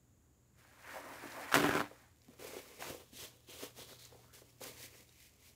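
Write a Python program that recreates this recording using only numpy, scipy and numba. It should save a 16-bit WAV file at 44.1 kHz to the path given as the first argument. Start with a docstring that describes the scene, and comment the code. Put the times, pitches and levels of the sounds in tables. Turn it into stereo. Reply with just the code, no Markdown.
"""A paper towel is drawn off its roll on a stone table and ripped along the perforation, close by.
Each paper bridge snaps, sends a bending wave through the taut sheet and leaves a brief low ring, while
fibres crackle. The loose sheet swings free, then is patted, rubbed and folded between two hands.
Under it all lies a quiet room with a low rumble, a faint mains hum and microphone hiss."""
import sys
import numpy as np
from scipy import signal
from scipy.fft import rfft, irfft
from scipy.io import wavfile
from scipy.ndimage import uniform_filter1d
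from numba import njit

SR = 44100
rng = np.random.default_rng(int(sys.argv[2]) if len(sys.argv) > 2 else 0)


def store_pcm(level_fs):
    """Save levels as 16-bit WAV."""
    pcm = np.round(np.clip(level_fs, -1, 1) * 32767).astype(np.int16)
    wavfile.write(sys.argv[1], SR, np.atleast_2d(pcm).T)


N = 244755
TIME = np.arange(N) / SR

# 120 Hz hum: (time [s], level [dB])
HUM_LEVEL = [(0, -73.5), (3.1, -74), (4.8, -67.5), (5.1, -77)]
# building rumble: (frequency [Hz], gain [dB])
RUMBLE_EQ = [(20, -31.5), (35, -15.5), (55, -25), (80, -0.5), (110, -12.5), (150, -14), (280, -15),
             (450, -23.5), (1000, -32), (3000, -44), (8000, -40)]
# microphone hiss: (frequency [Hz], gain [dB])
MIC_EQ = [(1000, 4.5), (4000, -5), (5800, -6), (6900, 10.5), (7800, 3.5), (9500, -15), (13000, -8)]

# the sheet sliding off the roll, louder with its speed: (time [s], level [dB])
UNROLL_LEVEL = [(.54, -85), (.595, -71), (.79, -65.5), (.89, -53.5), (.97, -53.5), (1.02, -57.5),
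                (1.2, -55), (1.4, -52.5), (1.51, -49)]
# the roll dragging on the table: (time [s], rise [s], hold [s], level [dB], relative drumming [dB])
ROLL_DRAGS = [(.925, 0.036, .012, -45.5, -8.5), (1.02, 0.033, .1, -53, -4.5),
              (1.21, 0.029, .006, -51.5, 4.5), (1.32, 0.064, .014, -46, -6.5)]
# dull scrape of dragged paper: (frequency [Hz], gain [dB])
SCRAPE_EQ = [(250, -29.5), (450, -7.5), (600, 2), (800, -5.5), (980, -1), (1250, -9.5), (1800, -28)]
# midrange crackle of fibres: (frequency [Hz], gain [dB])
FIBRE_EQ = [(100, -20), (300, -26.5), (700, 2.5), (1050, -1.5), (1400, 0), (2400, -3.5), (2900, -9),
            (4000, -16.5), (8000, -27)]
# rasp of the paper's edge: (frequency [Hz], gain [dB])
RASP_EQ = [(800, -5), (1250, 0), (1750, 3), (2400, -2.5), (2900, -10.5), (3700, -27.5), (7000, -32)]
# fine paper hiss and cracks: (frequency [Hz], gain [dB])
HISS_EQ = [(1500, -30.5), (3000, 3.5), (4500, 2), (7000, 0), (13000, -3.5)]
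# the sheet drumming: (frequency [Hz], gain [dB])
DRUM_EQ = [(100, -16), (200, -5), (295, 6), (360, 0.5), (450, -2), (700, -28)]

# hand strokes on the paper: (time [s], rise [s], hold [s], friction [dB], relative palm pressure [dB])
HAND_STROKES = [(.57, 0.018, 0.021, -70.5, -5), (2.27, 0.034, 0.087, -79, 10),
                (2.382, 0.027, 0.068, -55.5, 3.5), (2.45, 0.024, 0.12, -54.5, 1), (2.6, 0.02, 0.39, -61, 0),
                (2.785, 0.024, 0.096, -50, 1.5), (2.99, 0.047, 0.044, -71.5, -4),
                (3.115, 0.058, 0.032, -50, -13), (3.18, 0.035, 0.035, -51, -1.5),
                (3.28, 0.018, .045, -70.5, 3), (3.468, 0.035, 0.097, -55, -5), (3.585, .04, 0.016, -48, -1),
                (3.745, 0.043, 0.038, -52.5, -3.5), (3.86, 0.025, 0.044, -57.5, -1.5),
                (3.97, 0.025, 0.07, -60, -5.5), (4.08, 0.014, .17, -70.5, 1.5),
                (4.323, 0.013, 0.048, -58, -9.5), (4.42, 0.038, 0.044, -70.5, -5),
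                (4.6, 0.028, 0.059, -50, -2), (4.7, 0.035, 0.075, -60, -3),
                (4.76, 0.064, 0.018, -49.5, -9.5), (4.88, 0.046, 0.087, -61.5, -6.5),
                (5.06, .03, .04, -69.5, -9), (5.13, 0.071, 0.063, -61.5, -27), (5.38, 0.088, .014, -61, -9)]
# air pocket between the hands: (time [s], resonance [Hz], level [dB])
AIR_POCKET = [(2.85, 2160, -5), (3.1, 3420, -9.5), (3.4, 3320, -6.5), (3.53, 3060, -2), (3.65, 3000, -9.5),
              (4.03, 4000, -2.5), (4.3, 3760, -20), (4.62, 2040, -9), (4.95, 2116, -4), (5.5, 2370, -8)]
# body of the pressing palms: (frequency [Hz], gain [dB])
PALM_EQ = [(80, -2.5), (170, -4.5), (280, 0), (440, 5), (620, 0), (850, -8), (1500, -20)]
# flutter that drives the folded sheet: (frequency [Hz], gain [dB])
FLUTTER_EQ = [(300, -19), (700, -8.5), (1500, 8.5), (3500, 22.5)]
# paper on skin: (frequency [Hz], gain [dB])
RUB_EQ = [(800, -62), (1600, -7.5), (2100, -3), (3000, -3), (4500, -2), (6500, -1.5), (9000, -5),
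          (13000, -5.5)]
# single creases ticking: (time [s], level [dB], pitch [Hz])
CREASE_TICKS = [(.65, -54.5, 1110), (1.32, -43.5, 4250), (2.218, -58, 4330), (2.823, -35.5, 1890),
                (3.93, -51.5, 1020), (4.052, -44, 7000), (4.12, -56, 634), (4.421, -64, 1490),
                (4.945, -56, 1830), (5.092, -54, 3790)]

# fibres parting along the tear: (time [s], level [dB], relative treble [dB])
TEAR_LEVEL = [(1.52, -35, -11), (1.54, -35.5, -13), (1.545, -21.5, -7.5), (1.59, -30.5, -12),
              (1.73, -33.5, -15), (1.77, -34, -13), (1.815, -35.5, -12.5), (1.83, -41.5, -13),
              (1.87, -54, -12)]
# the strongest perforation bridges: (time [s], level [dB], relative thump [dB], relative crack [dB])
STRONG_BRIDGES = [(1.5264, -27, -23, -6), (1.5427, -13.5, -18.5, -11), (1.5533, -22, -16, -11),
                  (1.5703, -28, -9, -7), (1.63, -35.5, 5, -11), (1.6434, -26.5, 3, -13),
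                  (1.692, -26, 2, -13), (1.711, -28, -10, -23), (1.7522, -28, 0, -8),
                  (1.779, -28, -5.5, -11), (1.8047, -27, -6, -13), (1.8138, -27, -7.5, -24)]
# the taut sheet as the tear runs on: (time [s], resonance [Hz], bandwidth [ratio])
TAUT_SHEET = [(1.525, 1710, 0.34), (1.545, 1920, 0.76), (1.62, 2250, 0.55), (1.68, 1940, 0.12),
              (1.72, 1690, 0.1), (1.76, 1490, 0.15), (1.815, 1440, 0.85)]
# snap of a bridge: (frequency [Hz], gain [dB])
SNAP_EQ = [(100, -17.5), (300, -14.5), (600, -3.5), (850, -3.5), (1050, 2.5), (1450, 5), (2300, -9),
           (2900, 2.5), (4000, 1), (8000, -6.5), (13000, -3)]
# the thump under each snap: (frequency [Hz], gain [dB])
THUMP_EQ = [(65, -11), (140, -8), (240, -3), (300, -12), (380, -1), (500, -7.5), (800, -12.5), (2000, -39)]
# low resonances of the room or table, ringing after each snap: (frequency [Hz], t60 [s], level [dB])
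LOW_RING = [(158, 0.1, -17.5), (296, 0.24, 3), (387.6, 0.17, -10.5), (601, 0.069, -9), (1012, .12, -4),
            (1030, 0.15, -9), (2807, .07, -18.5)]

# the freed sheet swinging through the air: (time [s], level [dB])
SWING_LEVEL = [(1.87, -64.5), (1.97, -69), (2.03, -70), (2.11, -78), (2.18, -93)]
# soft pats and folds: (time [s], level [dB], pitch [Hz])
SHEET_PATS = [(1.912, -43, 541), (2.281, -44.5, 251.4), (2.445, -39, 438), (2.532, -36, 408),
              (2.566, -34, 401), (2.822, -36, 684), (2.884, -39, 630), (3.128, -49.5, 253),
              (3.235, -46, 440), (3.486, -48, 334), (4.12, -44.5, 456), (4.145, -46, 444),
              (4.417, -47, 350), (4.614, -40.5, 484)]
# thin rising rub as the fold closes: (time [s], pitch [Hz], level [dB])
FOLD_SWEEP = [(4.12, 480, -77), (4.2, 750, -77), (4.28, 1270, -78), (4.38, 1800, -74), (4.43, 1910, -84)]

# stereo width of the paper: (frequency [Hz], side re mid [dB])
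STEREO_WIDTH = [(100, -2), (400, -13.5), (1400, -6), (3000, -2.5), (7000, -0.5), (15000, 0)]
# sound returned by the walls: (frequency [Hz], level re direct [dB])
REVERB_EQ = [(100, -2), (400, -4.5), (1400, -10), (4000, -9.5), (15000, -13)]


def undb(db):
    """Decibels to gain."""
    return 10 ** (np.asarray(db) / 20)


def unit(x):
    """Scale to rms 1."""
    return x / np.sqrt(np.mean(x ** 2))


def curves(rows):
    """A table's columns as straight-line automation over time."""
    times, *columns = np.transpose(rows)
    return [np.interp(TIME, times, column) for column in columns]


def gate(rows, fade_s=0.007):
    """Open while a table lasts, fading shut outside."""
    start, end = rows[0][0], rows[-1][0]
    return np.interp(TIME, [start - fade_s, start, end, end + fade_s], [0, 1, 1, 0])


def eq_gains(eq, size):
    """An EQ curve as gains on FFT bins, rolling off under its lowest point."""
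    hz, db = np.transpose(eq)
    bins = np.arange(size // 2 + 1) * SR / size + 1
    return undb(np.interp(np.log(bins), np.log(hz), db)) * np.minimum(bins / hz[0], 1) ** 2


def equalise(x, eq):
    """Filter through an EQ curve."""
    return irfft(rfft(x) * eq_gains(eq, x.shape[-1]), x.shape[-1])


def decay(t60, size):
    """An exponential fade, 60 dB down after t60 seconds."""
    return np.exp(-np.log(1000) * TIME[:size] / t60)


def add(out, start_s, x):
    """Mix in a short sound."""
    i = int(start_s * SR)
    out[..., i:i + x.shape[-1]] += x[..., :N - i]


def drift(rate_hz):
    """Smooth random modulation, rms 1."""
    step = int(SR / rate_hz)
    steps = np.repeat(rng.standard_normal(N)[:N // step + 1], step)
    return unit(uniform_filter1d(steps, step)[:N])


def stereo(pair):
    """Mid and side to left and right: narrowest in the low mids, wide in the treble."""
    return pair[0] + equalise(pair[1], STEREO_WIDTH) * np.array([[1], [-1]])


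def grains(per_s, eq, spread_db, patchy_db):
    """Fibres catching and slipping: random clicks of uneven size, coming in patches."""
    hits = rng.random((2, N)) < per_s / SR
    sizes = undb(spread_db * np.minimum(rng.exponential(size=(2, N)), 4))
    clicks = hits * sizes * rng.choice([-1, 1], (2, N))
    patches = undb(patchy_db * drift(90))
    return stereo(unit(equalise(clicks * patches, eq)))


@njit
def bandpass(x, hz, width):
    """State-variable band-pass with a moving centre; width is relative to it."""
    y, band, low = np.empty(len(x)), 0., 0.
    for i in range(len(x)):
        g = np.tan(np.pi * hz[i] / SR)
        v = (band + g * (x[i] - low)) / (1 + g * (g + width))
        band, low = 2 * v - band, low + 2 * g * v
        y[i] = width * v
    return y


def resonance(pair, hz, width):
    """A steep-sided, sweepable band on both channels, at rms 1."""
    return unit(np.array([bandpass(bandpass(x, hz, width), hz, width) for x in pair]))


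def swell(start, rise, hold, release_db_per_s):
    """Envelope of one gesture: it eases in along an S-curve, holds and dies away."""
    attack = (1 + np.sin(np.clip(2 * (TIME - start) / rise - 1, -np.pi / 2, np.pi / 2))) / 2
    return attack * undb(-release_db_per_s * np.maximum(TIME - start - rise - hold, 0))


def gestures(rows, release_db_per_s):
    """Overlapping gestures add in power, giving envelopes of friction and of pressure on the sheet."""
    each = np.array([undb(db) * swell(s, rise, hold, release_db_per_s) for s, rise, hold, db, _ in rows])
    pressure = undb([row[-1] for row in rows])
    return np.linalg.norm(each, axis=0), np.linalg.norm(each * pressure[:, None], axis=0)


def room_tone(rumble_db=-70, side_db=-6, mains_db=-79, hiss_db=-77, mains_hz=60):
    """Low rumble of the building, a wavering mains hum and the microphones' own hiss."""
    air = rng.standard_normal(N) + undb(side_db) * rng.standard_normal((2, N))
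    rumble = unit(equalise(air, RUMBLE_EQ))
    phase = 2 * np.pi * mains_hz * TIME
    octave_db = curves(HUM_LEVEL)[0] + 2 * drift(4.4)
    hum = np.sqrt(2) * (undb(mains_db) * np.sin(phase) + undb(octave_db) * np.sin(2 * phase))
    hiss = unit(equalise(rng.standard_normal((2, N)), MIC_EQ))
    return undb(rumble_db) * rumble + hum + undb(hiss_db) * hiss


def paper_slide(rows, scrape_db, rasp_db, hiss_db, drum_db, drag=0, thrum=0, bow_hz=750, bow_db=-5):
    """Dry paper sliding: speed drives scrape, rasp, hiss and drumming; dragging adds to all but hiss."""
    db, = curves(rows)
    speed = gate(rows) * undb(db)
    scrape = grains(4000, SCRAPE_EQ, spread_db=0.76, patchy_db=0.45)
    # the bowed sheet's resonance wanders as it bends
    wandering_hz = bow_hz * np.exp(.25 * drift(14))
    bowing = grains(3000, FIBRE_EQ, spread_db=3.1, patchy_db=1)
    scrape += undb(bow_db) * resonance(bowing, wandering_hz, width=0.084)
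    rasp = grains(6000, RASP_EQ, spread_db=2, patchy_db=0.94)
    hiss = grains(9000, HISS_EQ, spread_db=3.9, patchy_db=1.2)
    drum = grains(720, DRUM_EQ, spread_db=2, patchy_db=2.8)
    hiss_slope, pivot_db = 0.85, -52.5  # the hiss grows more slowly than the rasp
    return (np.hypot(undb(scrape_db) * speed, drag) * scrape
            + np.hypot(undb(rasp_db) * speed, undb(-4.5) * thrum) * rasp
            + gate(rows) * undb(hiss_db + hiss_slope * (db - pivot_db)) * hiss
            + np.hypot(undb(drum_db) * speed, thrum) * drum)


def unroll(drag_db=-2):
    """The sheet is drawn off the roll, which drags on the table at each pull."""
    drag, thrum = undb(drag_db) * np.array(gestures(ROLL_DRAGS, release_db_per_s=323.5))
    return paper_slide(UNROLL_LEVEL, scrape_db=-6.5, rasp_db=-0.5, hiss_db=-59, drum_db=-11.5,
                       drag=drag, thrum=thrum)


def hand_rub(held_from_s=2.1, held_fade_s=0.2, held_db=-72.5, fold_hz=917., pops_db=-78.5):
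    """Embossed paper rubs and crinkles on skin; palms add body, fold and air pocket colour the hiss."""
    friction, pressure = gestures(HAND_STROKES, release_db_per_s=253)
    # once in both hands, the sheet keeps brushing the skin between strokes
    held = undb(held_db) * np.clip((TIME - held_from_s) / held_fade_s, 0, 1)
    friction, pressure = np.hypot(friction, held), np.hypot(pressure, undb(-5) * held)
    palms = grains(1200, PALM_EQ, spread_db=1.7, patchy_db=2.9)
    flutter = grains(3000, FLUTTER_EQ, spread_db=2, patchy_db=2)
    fold = resonance(flutter, np.full(N, fold_hz), width=.55)
    body = undb(-2) * palms + undb(-6) * fold
    pocket_hz, pocket_db = curves(AIR_POCKET)
    pocket = resonance(grains(6000, RUB_EQ, spread_db=3.7, patchy_db=1.65), pocket_hz, width=0.49)
    crinkle = grains(140, RUB_EQ, spread_db=1, patchy_db=4.1)
    skin = grains(11000, RUB_EQ, spread_db=2, patchy_db=1)
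    rub = undb(-2) * skin + undb(-12) * crinkle + undb(pocket_db - 1) * pocket
    crease_pops = (TIME > held_from_s) * grains(40, RUB_EQ, spread_db=2, patchy_db=0.88)
    return friction * rub + pressure * body + undb(pops_db) * crease_pops


def sheet_hits(rows, t60_at_1khz, damping_slope, width, rise_s, tone_db, rough_db, size=8192):
    """Damped rings of the sheet, shorter the higher they are, roughened as the paper keeps shifting."""
    out, t = np.zeros((2, N)), TIME[:size]
    for (s, db, hz), noise in zip(rows, rng.standard_normal((len(rows), 2, size))):
        t60 = t60_at_1khz * (1000 / hz) ** damping_slope
        envelope = decay(t60, size) * (1 - np.exp(-t / rise_s))
        rough = stereo(resonance(noise, np.full(size, float(hz)), width))
        ring = undb(tone_db) * np.sin(2 * np.pi * hz * t) + undb(rough_db) * rough
        add(out, s, undb(db) * envelope * ring)
    return out


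def crease_ticks():
    """Single creases pop: a sharp attack, more noise than tone."""
    return sheet_hits(CREASE_TICKS, t60_at_1khz=0.02, damping_slope=.45, width=0.7,
                      rise_s=0.00034, tone_db=-16, rough_db=0.5)


def tearing_fibres(body_db=-7, hiss_db=-4):
    """Single fibres pull apart between the snaps, brightest near the start of the tear."""
    db, treble_db = curves(TEAR_LEVEL)
    body = undb(body_db) * grains(1200, FIBRE_EQ, spread_db=2.5, patchy_db=2)
    hiss = undb(hiss_db + treble_db) * grains(5700, HISS_EQ, spread_db=4.1, patchy_db=0.42)
    return gate(TEAR_LEVEL) * undb(db) * (body + hiss)


def weak_bridges(start_s=1.557, end_s=1.8, per_s=150, jitter=.33, scatter_db=2, count=64):
    """Rows like STRONG_BRIDGES: weaker ones give way almost evenly, tracking the tear's level and tone."""
    late, loud, thump = rng.standard_normal((count, 3)).T
    times = start_s + (np.arange(count) + jitter * late) / per_s
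    tear_db, treble_db = (np.interp(times, TIME, curve) for curve in curves(TEAR_LEVEL))
    level_db = tear_db - 2 + scatter_db * loud
    thump_db, crack_db = scatter_db * thump - 2.5, treble_db + 4.5
    return np.transpose([times, level_db, thump_db, crack_db])[times < end_s]


def bending_wave(eq, travel_s, hz, width, size):
    """A click after crossing the resonant sheet, centred in its frame: the treble arrives first."""
    bins = np.arange(size // 2 + 1) * SR / size
    lag_cycles = travel_s * (2 * np.sqrt(1000 * bins) - bins / np.sqrt(2))  # 2 kHz lands on time
    sheet = 1 / (1 - (bins / hz) ** 2 + 1j * width * bins / hz)
    click = irfft(eq_gains(eq, size) * sheet * np.exp(-2j * np.pi * lag_cycles))
    return np.roll(click, size // 2) / np.linalg.norm(click)


def perforation_rip(wave_db=15, burst_db=-3, burst_t60=0.012, ring_db=-7, size=2048):
    """Bridges snap in turn and kick the sheet; low resonances of the room or table ring briefly after."""
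    snaps, thumps = np.zeros((2, N)), np.zeros(N)
    sheet_hz, sheet_width = curves(TAUT_SHEET)
    for s, db, thump_db, crack_db in [*STRONG_BRIDGES, *weak_bridges()]:
        # a 1 kHz wave takes longer to cross the sheet as the tear opens
        travel_s = np.interp(s, [1.55, 1.65], [0.00017, 0.0018])
        hz, width = sheet_hz[int(s * SR)], sheet_width[int(s * SR)]
        start = s - size / 2 / SR
        add(snaps, start, undb(db + wave_db) * bending_wave(SNAP_EQ, travel_s, hz, width, size))
        thump = bending_wave(THUMP_EQ, travel_s, hz, width, size)
        add(thumps, start, undb(db + thump_db + wave_db) * thump)
        # the crack of the breaking fibres comes straight through the air, ahead of the bending wave
        burst = stereo(unit(equalise(rng.standard_normal((2, size)), HISS_EQ))) * decay(burst_t60, size)
        add(snaps, s - travel_s / 2, undb(db + crack_db + burst_db) * burst)
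    modes = sum(undb(db) * np.cos(2 * np.pi * hz * TIME) * decay(t60, N) for hz, t60, db in LOW_RING)
    ring = signal.fftconvolve(thumps, modes / np.linalg.norm(modes))[:N]
    return snaps + thumps + undb(ring_db) * ring


def sheet_swing():
    """The freed sheet swings through the air with a fading rustle."""
    return paper_slide(SWING_LEVEL, scrape_db=-3.5, rasp_db=0, hiss_db=-56, drum_db=-8)


def hand_pats():
    """Hands pat and fold the sheet: soft, low, quickly damped knocks."""
    return sheet_hits(SHEET_PATS, t60_at_1khz=0.024, damping_slope=1, width=0.77,
                      rise_s=0.00092, tone_db=-7, rough_db=-5.5)


def closing_fold():
    """A finger runs along a fold; the shrinking flap rings higher and higher."""
    hz, db = curves(FOLD_SWEEP)
    rub = grains(2500, FIBRE_EQ, spread_db=2, patchy_db=2.5)
    return gate(FOLD_SWEEP) * undb(db) * resonance(rub, hz, width=0.48)


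def room_reverb(pair, t60=0.16, predelay_s=.005, size=24000):
    """Direct sound plus the short diffuse tail of a furnished room, different on each side."""
    tail = rng.standard_normal((2, size)) * decay(t60, size) * (TIME[:size] > predelay_s)
    tail /= np.linalg.norm(tail, axis=1, keepdims=True)
    response = equalise(tail, REVERB_EQ)[:, :size // 2]
    return pair + signal.fftconvolve(pair, response, axes=1)[:, :N]


def scene(left_re_right_db=-4):
    """Unroll, rip and rub over the room tone; the whole mix leans a little to the right."""
    paper = unroll() + hand_rub() + crease_ticks() + tearing_fibres() + perforation_rip()
    paper += sheet_swing() + hand_pats() + closing_fold()
    pan = undb(np.array([[left_re_right_db], [-left_re_right_db]]) / 2)
    return (room_reverb(paper) + room_tone()) * pan


def record(dry, cutoff_hz=15600):
    """A steep low-pass takes off the very top."""
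    return signal.sosfilt(signal.ellip(10, .2, 70, cutoff_hz, fs=SR, output="sos"), dry)


dry = scene()
out = record(dry)
store_pcm(out)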